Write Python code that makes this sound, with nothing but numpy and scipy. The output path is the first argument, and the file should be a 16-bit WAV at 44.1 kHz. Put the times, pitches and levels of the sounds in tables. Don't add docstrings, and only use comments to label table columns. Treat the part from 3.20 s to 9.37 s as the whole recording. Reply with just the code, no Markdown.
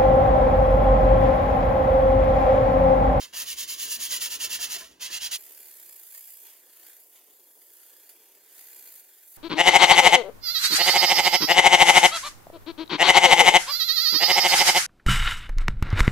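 import sys
import numpy as np
from scipy import signal
from scipy.fft import rfft, irfft, next_fast_len
from scipy.io import wavfile
from scipy.ndimage import uniform_filter1d, map_coordinates

SR = 44100
rng = np.random.default_rng(int(sys.argv[2]) if len(sys.argv) > 2 else 0)


def pcm_store(signal):
    levels = np.round(np.clip(np.atleast_2d(signal), -1, 1) * 32767)
    wavfile.write(sys.argv[1], SR, levels.astype(np.int16).T)


N = 272097
TIME = np.arange(N) / SR
SIZE = next_fast_len(N + SR // 2, True)
HZ = np.maximum(np.arange(SIZE // 2 + 1) * SR / SIZE, 1)
SPEED_UP_S = 2.174


def from_db(db):
    return 10 ** (np.asarray(db) / 20)


def unit_power(x):
    return x / np.sqrt(np.mean(x ** 2) + 1e-20)


def in_time(rows):
    seconds, *columns = np.transpose(rows)
    return [np.interp(TIME, seconds, column) for column in columns]


def colour(points, resonances=()):
    hz, db = np.transpose(points)
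    db = np.interp(np.log(HZ), np.log(hz), db)
    return from_db(db + sum(lift / (1 + (2 * (HZ - f) / width) ** 2) for f, width, lift in resonances))


def drift(rate_hz):
    return unit_power(irfft(rfft(rng.standard_normal(SIZE)) / (1 + (HZ / rate_hz) ** 2))[:N])


def waver(level_db, swing_db, rate_hz):
    return from_db(level_db + swing_db * drift(rate_hz))


def stereo(direct, scattered, width, alike, phase):
    ratio = colour(width)
    side = ratio * (alike * np.exp(1j * phase) * direct + np.sqrt(1 - alike ** 2) * scattered)
    return np.array([direct + side, direct - side]) / np.sqrt(1 + ratio ** 2)


def three_bands(spectrum, low_hz, high_hz):
    low, high = 1 / (1 + (HZ / low_hz) ** 4), 1 / (1 + (high_hz / HZ) ** 4)
    bands = np.array([irfft(spectrum * part)[:, :N] for part in (low, 1 - low - high, high)])
    return bands / bands.sum(0).std()


def rumble(spectrum, side_db):
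    mid, side = unit_power(irfft(rfft(rng.standard_normal((2, SIZE))) * colour(spectrum))[:, :N])
    return mid + from_db(side_db) * side * [[1], [-1]]


# frequency in Hz, relative level in dB.
ROOM_SPECTRUM = [(20, -19), (40, -13), (60, 7), (85, -1), (120, -8), (170, -3.5), (240, 4.5), (340, 4),
                 (500, -3.5), (900, -10), (3000, -24)]
# time in seconds, level in dB.
ROOM_RIDE = [(0.1, -70.5), (0.3, -65.5), (0.85, -62), (1.1, -65.5), (1.55, -63), (1.9, -68.5)]
def room_tone():
    return waver(in_time(ROOM_RIDE)[0], swing_db=2.6, rate_hz=9.2) * rumble(ROOM_SPECTRUM, side_db=-11)


# frequency in Hz, relative level in dB.
FAST_ROOM_SPECTRUM = [(30, -68), (70, -45), (115, -18), (200, -15), (280, -5), (380, 2.5), (470, 1),
                      (700, -6), (1000, -7), (1250, -17), (1700, -18), (2400, -42), (5000, -14.5)]
# time in seconds, level in dB.
FAST_ROOM_RIDE = [(2.25, -64.5), (2.7, -66.5), (3.0, -76), (3.35, -67.5), (5.0, -68), (5.62, -65),
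                  (5.9, -72)]
def fast_room_tone(mains_hz=60, speed_up=6, hum_db=-16):
    hum = from_db(hum_db) * np.sin(2 * np.pi * mains_hz * speed_up * TIME)
    level = waver(in_time(FAST_ROOM_RIDE)[0], swing_db=2, rate_hz=41)
    return level * (rumble(FAST_ROOM_SPECTRUM, side_db=-13) + hum)


def reflections(t60_s, gap_s):
    tails = rng.standard_normal((2, N)) * from_db(-60 * TIME / t60_s) * (TIME > gap_s)
    return rfft(tails / np.sqrt(np.sum(tails ** 2, axis=1, keepdims=True)), SIZE)


def workshop(x, wet_db=-17, wall_hz=5000):
    tail = reflections(t60_s=0.13, gap_s=0.003) / (1 + (HZ / wall_hz) ** 2)
    return x + from_db(wet_db) * irfft(rfft(x, SIZE) * tail)[:, :N]


def clutter(x, t60_s, wet_db):
    wet = from_db(wet_db)
    near, far = [wet * irfft(rfft(x, SIZE) * tail)[:, :N] for tail in reflections(t60_s, gap_s=0.001)]
    place = np.pi * drift(rate_hz=2)
    return (x + np.cos(place) * near + np.sin(place) * far) / np.hypot(1, wet)


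def bench_echo(x, delay_s, sway, gain):
    lag = delay_s * SR * np.exp(sway * drift(rate_hz=1.98))
    echo = np.array([map_coordinates(side, [np.arange(N) - lag], order=3) for side in x])
    return (x + gain * echo) / np.hypot(1, gain)


# start in seconds, level in dB.
BUMPS = [(0.132, -46.5), (0.676, -49.5), (0.79, -48), (0.917, -44), (1.244, -47), (1.39, -41.5),
         (1.546, -45), (1.561, -43), (1.607, -46), (1.617, -43), (1.9, -44), (2.115, -49)]
# mean frequency in Hz, peak in dB against the bump's level, t60 in seconds.
BUMP_MODES = [(388, -9.5, 0.11), (675, -8, 0.12), (1014, -9, 0.085), (1610, -6, .05), (1776, -0.5, 0.039)]
def pad_bumps(contact_s=0.0033, pan_db=1.5, low_cut_hz=320, detune=0.046):
    out, t = np.zeros(N + SR), TIME[:SR // 4]
    thin = signal.butter(2, low_cut_hz, "high", fs=SR, output="sos")
    for start, db in BUMPS:
        at = int(start * SR)
        contact = signal.sosfilt(thin, rng.standard_normal(len(t)) * np.exp(-t / contact_s))
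        for hz, mode_db, t60 in BUMP_MODES:
            mode = np.sin(2 * np.pi * hz * rng.normal(1, detune) * t) * from_db(-60 * t / t60)
            ring = signal.fftconvolve(contact, mode)[:len(t)]
            out[at:at + len(t)] += from_db(db + mode_db) * ring / np.abs(ring).max()
    return out[:N] * from_db([[pan_db / 2], [-pan_db / 2]])


def grains(per_s, spread_db):
    sizes = from_db(spread_db * np.minimum(rng.exponential(1, SIZE), 6)) * rng.choice([-1, 1], SIZE)
    return rfft(unit_power(sizes * (rng.random(SIZE) < per_s / SR)))


def snags(per_s, size, fade_s):
    kicks = rng.random(N) < per_s / SR
    grip = signal.lfilter([1], [1, -np.exp(-1 / (fade_s * SR))], kicks + 1e-18)
    return unit_power(1 + size * grip)


# time in seconds, strokes per second.
FAST_PACE = [(2.21, 69.4), (2.44, 75.2), (2.84, 52.9), (3.03, 62.3), (3.84, 58.6), (4.0, 73.5),
             (4.32, 49.0), (4.61, 62.1), (4.77, 58.5), (5.27, 70.1), (5.72, 61.3), (5.79, 44.5),
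             (5.97, 40.9), (6.16, 49.4)]
# time in seconds, swing in dB.
PUSH_PULL = [(2.25, 1), (2.7, 2), (3.15, 0.2), (3.5, 1.5), (6.1, 1.05)]
def stroke_flutter(pressure_db, mean_depth_db=1.5, depth_per_db=0.26, lean=0.27):
    push_db = pressure_db - pressure_db[TIME > SPEED_UP_S].mean()
    cycle = 2 * np.pi * np.cumsum(in_time(FAST_PACE)[0] * (TIME >= SPEED_UP_S)) / SR
    turns_db = (mean_depth_db + depth_per_db * push_db) * (-np.cos(cycle) - lean * np.sin(2 * cycle))
    push_pull_db = in_time(PUSH_PULL)[0] * np.sin(cycle / 2)
    return from_db(turns_db + push_pull_db) * snags(per_s=70, size=0.12, fade_s=0.0026)


# frequency in Hz, relative level in dB.
FAST_GRIT_SPECTRUM = [(50, -72), (300, -24), (700, -11), (1250, -15.5), (1750, -9), (2400, -12),
                      (3400, -11.5), (6300, -9), (7300, -8), (8600, -11), (9700, -6), (11000, -8),
                      (12600, -1.5), (14200, -6.5)]
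# centre in Hz, width in Hz, lift in dB.
FAST_RESONANCES = [(3430, 200, 3.5), (4000, 160, -6), (4220, 150, 2), (4930, 250, 3), (5550, 320, -11),
                   (6190, 150, 2), (6500, 200, -3), (7250, 350, 3), (8880, 150, 2), (9712, 320, 4),
                   (10660, 200, 2), (12415, 250, 2), (14890, 300, 4)]
# frequency in Hz, side over mid in dB.
FAST_SPREAD = [(400, -13), (1700, -37.5), (3000, -12), (4200, -3), (5600, 2), (7300, -1.5), (8700, -0.5),
               (9700, 0), (10300, -3.5), (11200, -7.5), (12300, -6), (13300, -11), (15500, -1.5)]
def fast_grit_on_blade():
    phase = np.interp(HZ, [3000, 4500, 7500, 11000, 13300, 15000], [-0.1, -1.2, -2.1, -2.9, -2.9, -2.0])
    direct, scattered = grains(per_s=26000, spread_db=3), grains(per_s=20000, spread_db=0)
    grit = stereo(direct, scattered, FAST_SPREAD, alike=0.31, phase=phase)
    return three_bands(grit * colour(FAST_GRIT_SPECTRUM, FAST_RESONANCES), low_hz=6770, high_hz=11000)


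# time in seconds, relative levels of the top and of the body in dB.
PAD_PRESSURE = [(2.2, -48, -65), (2.91, -48, -68.5), (2.93, -45, -66.5), (3.23, -48.5, -70.5),
                (3.27, -49.5, -62), (3.43, -57, -73), (3.68, -50.5, -64.5), (3.89, -55.5, -78.5),
                (3.96, -54, -67), (4.01, -57.5, -71.5), (4.38, -55, -77.5), (4.63, -52.5, -69),
                (5.23, -59, -71.5), (5.39, -49, -65), (5.795, -47.5, -67), (5.825, -55, -71.5),
                (6.04, -54, -71), (6.1, -49, -76.5), (6.17, -49, -64.5)]
# start in seconds, level in dB, decay time in seconds.
PAD_SCUFFS = [(2.948, -38, 0.0065), (2.978, -37.5, 0.0058), (3.08, -44, 0.012), (4.41, -54, .006),
              (4.418, -50, 0.0093), (4.892, -45, 0.023), (5.149, -51, 0.0085), (5.392, -39.5, 0.005),
              (5.674, -43, 0.0086)]
# time in seconds, left minus right in dB.
PAD_PAN = [(3.25, -0.8), (3.5, 0.7), (4.5, 0.7), (5.3, -0.5), (6.0, 1.0)]
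def fast_sanding(top_gain_db=2, body_gain_db=15, body_flutter=0.88, scuff_body=0.75):
    top_db, body_db = in_time(PAD_PRESSURE)
    flutter = stroke_flutter(top_db)
    scuffs = sum(from_db(db) * (TIME >= start) * np.exp(-np.abs(TIME - start) / decay)
                 for start, db, decay in PAD_SCUFFS)
    body, middle, treble = fast_grit_on_blade()
    pan = from_db(in_time(PAD_PAN)[0] * [[1], [-1]] / 2)
    top_gain = np.hypot(from_db(top_db + top_gain_db) * flutter, scuffs) * pan
    body_gain = np.hypot(from_db(body_db + body_gain_db) * flutter ** body_flutter, scuff_body * scuffs)
    low_cut = signal.butter(2, 300, "high", fs=SR, output="sos")
    hiss = signal.sosfilt(low_cut, body * body_gain + (middle + treble) * top_gain)
    return bench_echo(hiss, delay_s=0.0005, sway=0.25, gain=0.25)


# start in seconds, level in dB,
# share of the stroke at which the pad is fastest, drag left at the turn in dB.
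HAND_STROKES = [(-0.02, -36.5, 0.51, -15), (0.127, -33, 0.61, -11), (0.254, -33, 0.46, -8.5),
                (0.359, -32.5, 0.42, -12), (0.468, -32, 0.41, -12), (0.571, -32, 0.44, -10),
                (0.68, -32.5, 0.45, -5.5), (0.787, -31, 0.49, -13), (0.89, -28, 0.44, -9),
                (0.997, -28, 0.42, -12), (1.088, -31.5, 0.46, -7.5), (1.188, -29, 0.46, -14),
                (1.286, -29.5, 0.41, -13.5), (1.389, -29, 0.42, -9.5), (1.484, -29, 0.51, -11.5),
                (1.796, -31.5, 0.53, -16), (1.898, -30.5, 0.42, -10), (1.999, -28.5, 0.49, -13.5),
                (2.097, -28.5, 0.39, -18.5)]
# start in seconds, level in dB.
HAND_STALLS = [(0.072, -54), (1.582, -39), (1.673, -52)]
PAD_CATCHES = [0.134, 0.477, 1.806, 2.112]
def stroke_motion(sharpness=2.04, bite=1.34, stall_s=0.088, glide_s=0.0018,
                  slip_s=0.0078, slip_db=-2.5, jerk=0.19, jerk_s=0.013):
    stroke_start, _, fastest, drag_db = np.transpose(HAND_STROKES)
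    start, level_db = np.transpose(sorted([row[:2] for row in HAND_STROKES] + HAND_STALLS))
    edges = np.append(start, SPEED_UP_S + 0.032)
    move = np.clip(np.searchsorted(edges, TIME) - 1, 0, len(start) - 1)
    progress = np.clip((TIME - edges[move]) / np.diff(edges)[move], 0, 1)
    peak = np.interp(start, stroke_start, fastest)[move]
    rise_fall = np.minimum(progress / peak, (1 - progress) / (1 - peak))
    swing = np.sin(np.pi / 2 * rise_fall) ** sharpness
    swing = np.tanh(bite * swing) / np.tanh(bite)
    drag = from_db(np.interp(TIME, stroke_start, drag_db))
    stalled = np.isin(start, np.transpose(HAND_STALLS)[0])[move]
    speed = np.where(stalled, np.exp(-np.abs(TIME - start[move]) / stall_s), drag + (1 - drag) * swing)
    for catch in PAD_CATCHES:
        speed[(TIME > catch - slip_s) & (TIME < catch)] *= from_db(slip_db)
        speed += jerk * (TIME >= catch) * np.exp(-np.abs(TIME - catch) / jerk_s)
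    return [uniform_filter1d(curve, int(glide_s * SR) + 1) for curve in (speed, level_db[move])]


# frequency in Hz, relative level in dB.
GRIT_SPECTRUM = [(250, -18.5), (500, -13), (850, -7), (1400, -8.5), (2200, -7.5), (2800, -1.5),
                 (3800, -2.5), (5400, -1), (7000, -1.5), (8200, -0.5), (10200, -6.5), (12000, -5.5),
                 (14000, -5), (15500, -8)]
# centre in Hz, width in Hz, lift in dB.
BLADE_RESONANCES = [(480, 30, 5), (810, 90, -5), (1050, 90, 4), (1230, 120, -2), (1380, 40, 3),
                    (1865, 240, 7.5), (2125, 40, 3), (2227, 30, 3), (2440, 90, -4), (2659, 35, 3),
                    (2925, 280, 5), (3135, 130, 2), (3300, 160, 1.5), (3563, 40, 1.5), (3765, 45, 3),
                    (4330, 70, 3), (4662, 40, 3), (4784, 60, 4), (4941, 70, 3), (5620, 120, -3),
                    (5900, 200, 1.5), (6286, 60, 3), (6736, 180, 2), (7052, 80, 3)]
# frequency in Hz, side over mid in dB.
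STROKE_SPREAD = [(150, -19), (400, -6.5), (750, 3), (1800, -5), (4200, -1.5), (7200, -7.5), (7900, 23),
                 (8800, 28.5), (9650, -5.5), (10500, -11.5), (11500, -9), (12300, 4), (13150, 56),
                 (14200, 0), (15300, -43)]
def grit_on_blade(slide_widths=0.35):
    phase = np.interp(HZ, [420, 800, 7000, 8500], [-0.4, -1.82, -2.12, -1.6])
    direct, scattered = grains(per_s=18000, spread_db=2), grains(per_s=20000, spread_db=1)
    grit = stereo(direct, scattered, STROKE_SPREAD, alike=0.78, phase=phase)
    tunings = [[(hz + slide * width, width, lift) for hz, width, lift in BLADE_RESONANCES]
               for slide in (-slide_widths, slide_widths)]
    loaded, free = [three_bands(grit * colour(GRIT_SPECTRUM, tuning), low_hz=2020, high_hz=7360)
                    for tuning in tunings]
    load = 0.5 + 0.5 * np.tanh(2 * drift(rate_hz=7.9))
    return load * loaded + (1 - load) * free


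# time in seconds, body in dB, treble in dB.
PAD_TONE = [(0.0, -2.5, -2), (0.2, -3.5, 5), (0.3, -11, 2.5), (0.6, -9.5, 4.5), (0.73, -9.5, 7),
            (1.0, -5.5, 3.5), (1.55, -4.5, 1.5), (1.93, -6.5, -3.5), (2.15, -7, 1)]
def sanding(body_growth=0.46, treble_growth=1.43, firm_db=-29, light_dulling=0.27):
    speed, level_db = stroke_motion()
    body_db, treble_db = in_time(PAD_TONE)
    body_db += light_dulling * np.maximum(firm_db - level_db, 0)
    body, middle, treble = grit_on_blade()
    body *= from_db(body_db) * speed ** body_growth
    middle *= speed * waver(0, swing_db=0.84, rate_hz=24)
    treble *= from_db(treble_db) * speed ** treble_growth
    rust_patches = snags(per_s=52, size=0.28, fade_s=0.009)
    hiss = (body + middle + treble) * from_db(level_db) * rust_patches
    return bench_echo(hiss, delay_s=0.0019, sway=0.1256, gain=0.29)


def scene(crossfade_s=0.029):
    natural = workshop(clutter(sanding() + pad_bumps(), t60_s=0.06, wet_db=-8)) + room_tone()
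    fast = clutter(fast_sanding(), t60_s=0.02, wet_db=-9) + fast_room_tone()
    blend = np.clip((TIME - SPEED_UP_S) / crossfade_s + 0.5, 0, 1)
    return natural * (1 - blend) ** 2 + fast * blend


def record(dry):
    cutoff_hz, edge_hz = 15850, 200
    high_cut = np.clip((cutoff_hz - HZ) / edge_hz + 0.5, 0, 1)
    return irfft(rfft(dry, SIZE) * high_cut)[:, :N]


dry = scene()
out = record(dry)
pcm_store(out)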